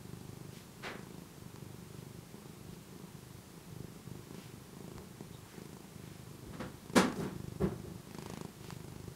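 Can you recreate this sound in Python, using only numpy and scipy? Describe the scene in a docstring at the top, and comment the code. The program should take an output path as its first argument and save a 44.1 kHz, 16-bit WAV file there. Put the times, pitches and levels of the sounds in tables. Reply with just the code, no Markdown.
"""A cat kneads a fleece blanket close to the microphone, purring throughout: its larynx beats about 26
times a second, in outward strokes and inward ones that are sharper, lighter in the bass and rasp in the
nose. Early on, something slides across the room; then come fleece brushes, small clicks, a soft thump
close by near 5 s and faint squeaks. From 6 s the cat's head nears the microphone and the throb deepens;
furniture is bumped further off, loudly near 7 s. Two last clicks sound over the steady hum and hiss."""
import sys
import numpy as np
from scipy import signal
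from scipy.fft import rfft, irfft, next_fast_len
from scipy.io import wavfile
from scipy.ndimage import uniform_filter1d

SR = 44100
rng = np.random.default_rng(int(sys.argv[2]) if len(sys.argv) > 2 else 0)


def transcribe(signal):
    """Save signal, clipped to [-1, 1], as a 16-bit WAV file at the path in sys.argv[1]."""
    frames = np.atleast_2d(signal).T
    limited = np.clip(frames, -1, 1)
    pcm = np.round(limited * 32767).astype(np.int16)
    wavfile.write(sys.argv[1], SR, pcm)


N = 403515


# The purr, close up, outward and inward in turn. Each row: first and last beat in seconds, relative level
# at mid-stroke in dB, swell across the stroke in dB, relative nose rasp in dB.
PURR_STROKES = [(.014, .611, -41.5, -5.5, -21), (.766, 1.259, -44, 1.5, -16),
                (1.342, 2.230, -43.5, -1.5, -40), (2.306, 2.535, -45, -2, -32),
                (2.572, 2.811, -44.5, -4, -36), (2.850, 3.076, -47, 4, -28), (3.113, 3.427, -45.5, -3, -32),
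                (3.505, 3.614, -44, 4, -22), (3.686, 3.885, -40, 7, -34), (3.923, 4.037, -49, -8, -28),
                (4.076, 4.235, -38, -8, -24), (4.272, 4.420, -40.5, -1, -15.5),
                (4.459, 4.619, -44.5, -2, -23), (4.695, 4.992, -42.5, 4, -18.5),
                (5.033, 5.150, -45, 8, -28), (5.209, 5.245, -36.5, -7.5, -20), (5.271, 5.467, -45, -9, -30),
                (5.544, 5.881, -44.5, -10, -13), (5.921, 6.784, -44.5, 0.5, -22),
                (6.860, 7.276, -40, -2.5, -10.5), (7.323, 7.999, -40, -9, -23),
                (8.073, 8.488, -40, 1.5, -9), (8.569, 9.120, -41.5, 3.5, -17.5)]
# One beat through throat and chest, each way. Each row: frequency in Hz, relative level in dB.
OUTWARD_BODY = [(25, -45), (45, -16.5), (75, -6), (120, 5), (175, 5), (260, -5), (380, -2.5), (450, -14),
                (560, -26), (850, -25.5), (1400, -33.5), (4000, -55)]
INWARD_BODY = [(25, -54), (45, -32), (75, -9.5), (120, -3.5), (180, 5.5), (280, -6), (390, -1.5), (460, -9),
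               (560, -21), (950, -18.5), (1500, -39.5), (4000, -54)]
# The head coming up to the microphone. Each row: time in seconds, nearness from 0 to 1.
HEAD_NEARNESS = [(6.0, 0.13), (7.4, 1)]

def cat(throb_db=-1.0, throb_hz=85):
    """Outward strokes beat in double kicks, inward ones are sharper; close up, the deepest throb swells."""
    outward = purr(PURR_STROKES[0::2], OUTWARD_BODY, rate_hz=25.1, voice_db=-2.0, flutter_db=-17,
                   lead_s=.0021, opening=.34, open_s=.002, rebound=.16, rebound_s=.017, rasp_s=.0062)
    inward = purr(PURR_STROKES[1::2], INWARD_BODY, rate_hz=26.6, voice_db=-2.3, flutter_db=-12,
                  lead_s=.0011, opening=.12, open_s=.00295, rebound=.28, rebound_s=.0145, rasp_s=.0042)
    voice = outward + inward
    nearness = np.interp(np.arange(N) / SR, *np.transpose(HEAD_NEARNESS))
    throb = filtered(voice, lambda hz: 1 / (1 + (hz / throb_hz) ** 4))
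    return voice + amp(throb_db) * nearness * throb


# Air rasping in the nose, close up. Each row: frequency in Hz, relative level in dB.
NOSE_RASP = [(300, -28), (600, 9), (1000, 9), (1700, -4.5), (2500, -1.5), (3000, -8.5), (4000, -7),
             (4700, 0), (5600, -6), (6800, -2.5), (10000, -11), (15000, -31)]

def purr(strokes, body, rate_hz, voice_db, flutter_db, lead_s, opening, open_s, rebound, rebound_s, rasp_s):
    """Each beat is a soft opening, a sharp closure and a weak rebound, with a puff of turbulent air."""
    times, sizes, rasp = larynx_beats(strokes, rate_hz)
    closure = times - lead_s
    scatter = rng.standard_normal((len(times), 4)) * [.1, 1.2, .0006, 1.5]
    stretch, opening_db, late_s, rebound_db = scatter.T
    throat = ringing(body)
    voice = kicks(closure, sizes, throat)
    voice += kicks(closure - open_s * (1 + stretch), opening * sizes * amp(opening_db), throat)
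    voice += kicks(closure + rebound_s + late_s, rebound * sizes * amp(rebound_db), throat)
    t = np.arange(SR // 10) / SR
    puff = np.exp(-t / .02) * (1 - np.exp(-t / .00066))
    flutter = kicks(closure, sizes, puff) * noise(body)
    # air ticks through the nose in a short jet at each closure
    jet = kicks(closure, sizes * rasp, np.exp(-t / rasp_s)) * noise(NOSE_RASP)
    return amp(voice_db) * voice + amp(flutter_db) * flutter + amp(6.5) * jet


def larynx_beats(strokes, rate_hz, jitter_s=.0003, scatter_db=1.0):
    """Time, size and rasp of every beat: a stroke gathers strength, swells or sags, and runs out of air."""
    runs = []
    for first, last, db, swell_db, rasp_db in strokes:
        t = np.linspace(first, last, round((last - first) * rate_hz) + 1)
        place = np.linspace(-.5, .5, len(t))
        attack_db = -7.5 * np.exp((first - t) / .031)
        release_db = -6.5 * np.exp((t - last) / .017)
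        arch_db = 4 * (np.cos(np.pi * place) - 1)  # most rasp in mid-stroke, where the air is fastest
        runs.append([t, db + swell_db * place + attack_db + release_db, rasp_db + arch_db])
    times, effort_db, nose_db = np.concatenate(runs, axis=1)
    louder, later = rng.standard_normal((len(times), 2)).T
    return times + jitter_s * later, amp(effort_db + scatter_db * louder), amp(nose_db)


# A soft thump close by near 5 s, then bumps further off in the room. Each row: start in seconds, relative
# level in dB, rise in seconds, relative thud level in dB, treble corner of the clatter in Hz.
BUMP_HITS = [(4.966, -57.5, 0.0039, 5.5, 1200), (6.431, -57, 0.015, 3, 700), (6.525, -50, 0.011, -4, 5000),
             (6.594, -41, 0.0081, -8.5, 4200), (6.951, -21, 0.014, -15.5, 14000),
             (7.166, -30.5, 0.089, -4.5, 5200), (7.603, -38.5, 0.024, 5.5, 2500),
             (7.836, -60.5, 0.03, 13, 600)]
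# The ringing wood. Each row: frequency in Hz, relative level in dB, seconds to fall by 60 dB.
WOOD_MODES = [(188, 5, 0.37), (241, 3.5, 0.24), (351.5, -6, 0.23), (395, -8, 0.34), (504, 3, 0.29),
              (581, -10, 0.4), (738, -11.5, 0.45), (856, -6.5, 0.36), (970, -8, 0.27), (1128, -5, 0.33),
              (1274, 0.5, 0.17), (1372, -8.5, 0.38), (1655, -9, 0.37), (1850, -11, .27)]
# A bump's low thud and bright knock. Each row: frequency in Hz, relative level in dB.
THUD_SPECTRUM = [(30, -38), (70, -2.5), (120, -3), (190, 4.5), (270, -16.5), (340, 5.5), (420, 1),
                 (480, -14.5), (580, -10.5), (900, -20.5), (3000, -43)]
KNOCK_SPECTRUM = [(70, -26), (150, -13), (230, 13.5), (350, 7), (530, -2), (650, -6), (1000, -1),
                  (1300, -1), (1800, -4.5), (2500, -9.5), (4000, -10), (7000, -13), (11000, -14),
                  (15500, -30)]

def bumps():
    """A soft thump, then knocks on wooden furniture: the thud comes first, the clatter builds after it."""
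    out, t = np.zeros(N + SR), np.arange(SR) / SR
    for start, db, rise, thud_db, corner_hz in BUMP_HITS:
        chance = rng.standard_normal((len(WOOD_MODES), 2))
        ring = sum(amp(level + 2 * louder - 60 * t / t60) * np.sin(2 * np.pi * (hz * t + phase))
                   for (hz, level, t60), (louder, phase) in zip(WOOD_MODES, chance))
        thud = amp(thud_db + 3) * room_decay(noise(THUD_SPECTRUM, SR)) * (1 - np.exp(-t / (.5 * rise)))
        knock = room_decay(noise(KNOCK_SPECTRUM, SR))
        clatter = (amp(-1) * knock + amp(-9.5) * ring) * (1 - np.exp(-(t / rise) ** 2))
        # a softer contact loses its top
        clatter = filtered(
            clatter, lambda hz: 1 / (1 + 1j * hz / corner_hz * np.sqrt(2) - (hz / corner_hz) ** 2))
        out[round(start * SR):][:SR] += amp(db + 3.5) * (thud + clatter)
    return out[:N]


# A slide, well away from the microphone. 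Each row: frequency in Hz, relative level in dB.
SCUFF_SPECTRUM = [(120, -11), (260, -1.5), (600, 2), (950, -3), (1700, 2), (2800, -5.5), (4200, -9.5),
                  (8000, -20.5), (14000, -33.5)]

def scuff(start_s=.823, rise_s=.038, swell_s=.034):
    """Something slides briefly across the room and the walls carry it on."""
    t = np.arange(SR) / SR
    onset = (1 - np.exp(-t / rise_s)) * (1 + np.minimum(t / swell_s, 1))
    slide = room_decay(noise(SCUFF_SPECTRUM, SR)) * onset
    return amp(-36.5) * np.pad(slide, (round(start_s * SR), N))[:N]


# Paws and muzzle on the fleece, near the microphone. Each row: centre and half length in seconds,
# level in dB, strongest frequency in Hz.
FLEECE_BRUSHES = [(0.573, 0.055, -57.5, 2690), (2.0, .03, -62, 2600), (2.74, 0.021, -62, 2800),
                  (4.423, 0.082, -58.5, 2200), (5.54, 0.098, -60.5, 1470), (6.077, 0.18, -64.5, 1900),
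                  (7.204, 0.07, -57.5, 6000), (8.293, 0.2, -59.5, 1620), (8.69, 0.081, -58, 2600)]
# Soft pushes against the bedding; the row at 6.995 s is the deep low end of the loud bump near 7 s. Each row:
# centre in seconds, level in dB.
BEDDING_PUSHES = [(2.72, -52), (4.98, -50), (6.49, -54), (6.64, -51), (6.995, -57), (7.65, -44)]

def blanket(band_q=.94, push_s=.028):
    """The fleece swishes under the paws and gives dull pushes when weight shifts; one more dull push deepens
    the loud bump near 7 s."""
    t = np.arange(N) / SR
    fibres = amp(1.1 * unit(uniform_filter1d(rng.standard_normal(N), size=90)))
    swish = np.zeros(N)
    for centre, half, db, peak_hz in FLEECE_BRUSHES:
        friction = fibres * rng.standard_normal(N)
        rub = filtered(friction, lambda hz: hz / (hz + 1j * band_q * (hz * hz / peak_hz - peak_hz)))
        swish += amp(db) * np.exp(-((t - centre) / half) ** 2) * unit(rub)
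    weight = sum(amp(db) * np.exp(-((t - centre) / push_s) ** 2) for centre, db in BEDDING_PUSHES)
    rumble = noise([(15, -10), (35, -10), (65, 8), (110, 3), (300, -36), (1000, -70)])
    return swish + weight * rumble


# Clicks right by the microphone. Each row: start in seconds, peak level in dB.
NEAR_CLICKS = [(1.56, -35), (4.982, -34), (5.207, -41), (8.644, -36), (8.705, -26.5)]

def clicks():
    """Tiny dry contacts, each ringing with the same short tick."""
    tick = ringing([(60, 3), (300, -12), (900, 8.5), (2200, -3), (3900, -11), (4650, .5), (5400, -11),
                    (7000, -6), (10000, -21), (15000, -23)])
    times, db = np.transpose(NEAR_CLICKS)
    return kicks(times, amp(db), tick / np.abs(tick).max())


# Faint squeaks as the cat shifts. Each row: centre and half length in seconds, relative level in dB,
# pitch in Hz, glide in Hz a second.
RUB_SQUEAKS = [(5.35, .025, -60, 3750, 496), (5.468, .016, -58, 1016, 4000)]

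def squeaks(width_hz=260):
    """Short, thin rubbing tones: narrow noise around a gliding pitch."""
    t = np.arange(N) / SR
    grain = unit(filtered(rng.standard_normal(N), lambda hz: np.exp(-(hz / width_hz) ** 2)))
    tones = np.zeros(N)
    for centre, half, db, hz, glide in RUB_SQUEAKS:
        phase = 2 * np.pi * np.cumsum(hz + glide * (t - centre)) / SR
        tones += amp(db) * np.exp(-((t - centre) / half) ** 2) * np.sin(phase)
    return grain * tones


# The room's echo. Each row: frequency in Hz, seconds to fall by 60 dB.
ROOM_T60 = [(100, 0.51), (200, 0.49), (400, 0.34), (560, 0.42), (1500, 0.39), (5000, 0.28), (12000, 0.2)]

def room_decay(x):
    """Each frequency dies away as it does in the room, the treble soonest."""
    hz, t, spectra = signal.stft(x, SR, nperseg=256)
    fade = amp(-60 * t / along(ROOM_T60, hz)[:, None])
    return signal.istft(spectra * fade, SR, nperseg=256)[1][:len(x)]


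# The quiet room at the microphone. Each row: frequency in Hz, relative level in dB.
ROOM_TONE = [(15, -55), (25, -19.5), (59, -10), (119, -3), (178, 0), (246, -9), (389, -10.5), (632, -19),
             (1030, -17.5), (1460, -22.5), (2490, -25), (8380, -27.5), (11900, -29.5), (15600, -33.5)]

def room_tone():
    """Steady room hum and microphone hiss."""
    return amp(-53.5) * noise(ROOM_TONE)


def amp(db):
    """Decibels to gain."""
    return 10 ** (np.asarray(db) / 20)


def unit(x):
    """Scale to rms 1."""
    return x / np.sqrt(np.mean(x ** 2) + 1e-20)


def along(points, hz):
    """Read (Hz, value) points on a log frequency axis."""
    point_hz, values = np.transpose(points)
    return np.interp(np.log(hz + 1), np.log(point_hz + 1), values)


def filtered(x, response):
    """Filter x by a gain given as a function of Hz."""
    size = next_fast_len(len(x) + SR // 2)
    return irfft(rfft(x, size) * response(np.fft.rfftfreq(size, 1 / SR)), size)[:len(x)]


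def noise(spectrum, size=N):
    """Noise of rms 1, coloured by (Hz, dB) points."""
    return unit(filtered(rng.standard_normal(size), lambda hz: amp(along(spectrum, hz))))


def ringing(spectrum, size=8192):
    """A body's answer to one kick, from (Hz, dB) points, with the energy of 10 ms at rms 1."""
    cepstrum = irfft(np.log(amp(along(spectrum, np.fft.rfftfreq(size, 1 / SR)))))
    # minimum phase: nothing sounds before the kick
    cepstrum[1:size // 2] *= 2
    cepstrum[size // 2 + 1:] = 0
    answer = irfft(np.exp(rfft(cepstrum)))[:size // 2]
    return answer * np.sqrt(SR / 100) / np.linalg.norm(answer)


def kicks(times, sizes, answer):
    """A scaled copy of the answer at each time."""
    at = np.clip(np.round(times * SR).astype(int), 0, N)
    return signal.fftconvolve(np.bincount(at, sizes, N + 1), answer)[:N]


def scene():
    """One microphone by the blanket: the cat in front, the room behind."""
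    return (cat() + bumps() + scuff() + blanket() + squeaks() + clicks() + room_tone())[None]


def record(dry):
    """The recorder keeps nothing above 15750 Hz."""
    return np.array([filtered(channel, lambda hz: hz < 15750) for channel in dry])


dry = scene()
out = record(dry)
transcribe(out)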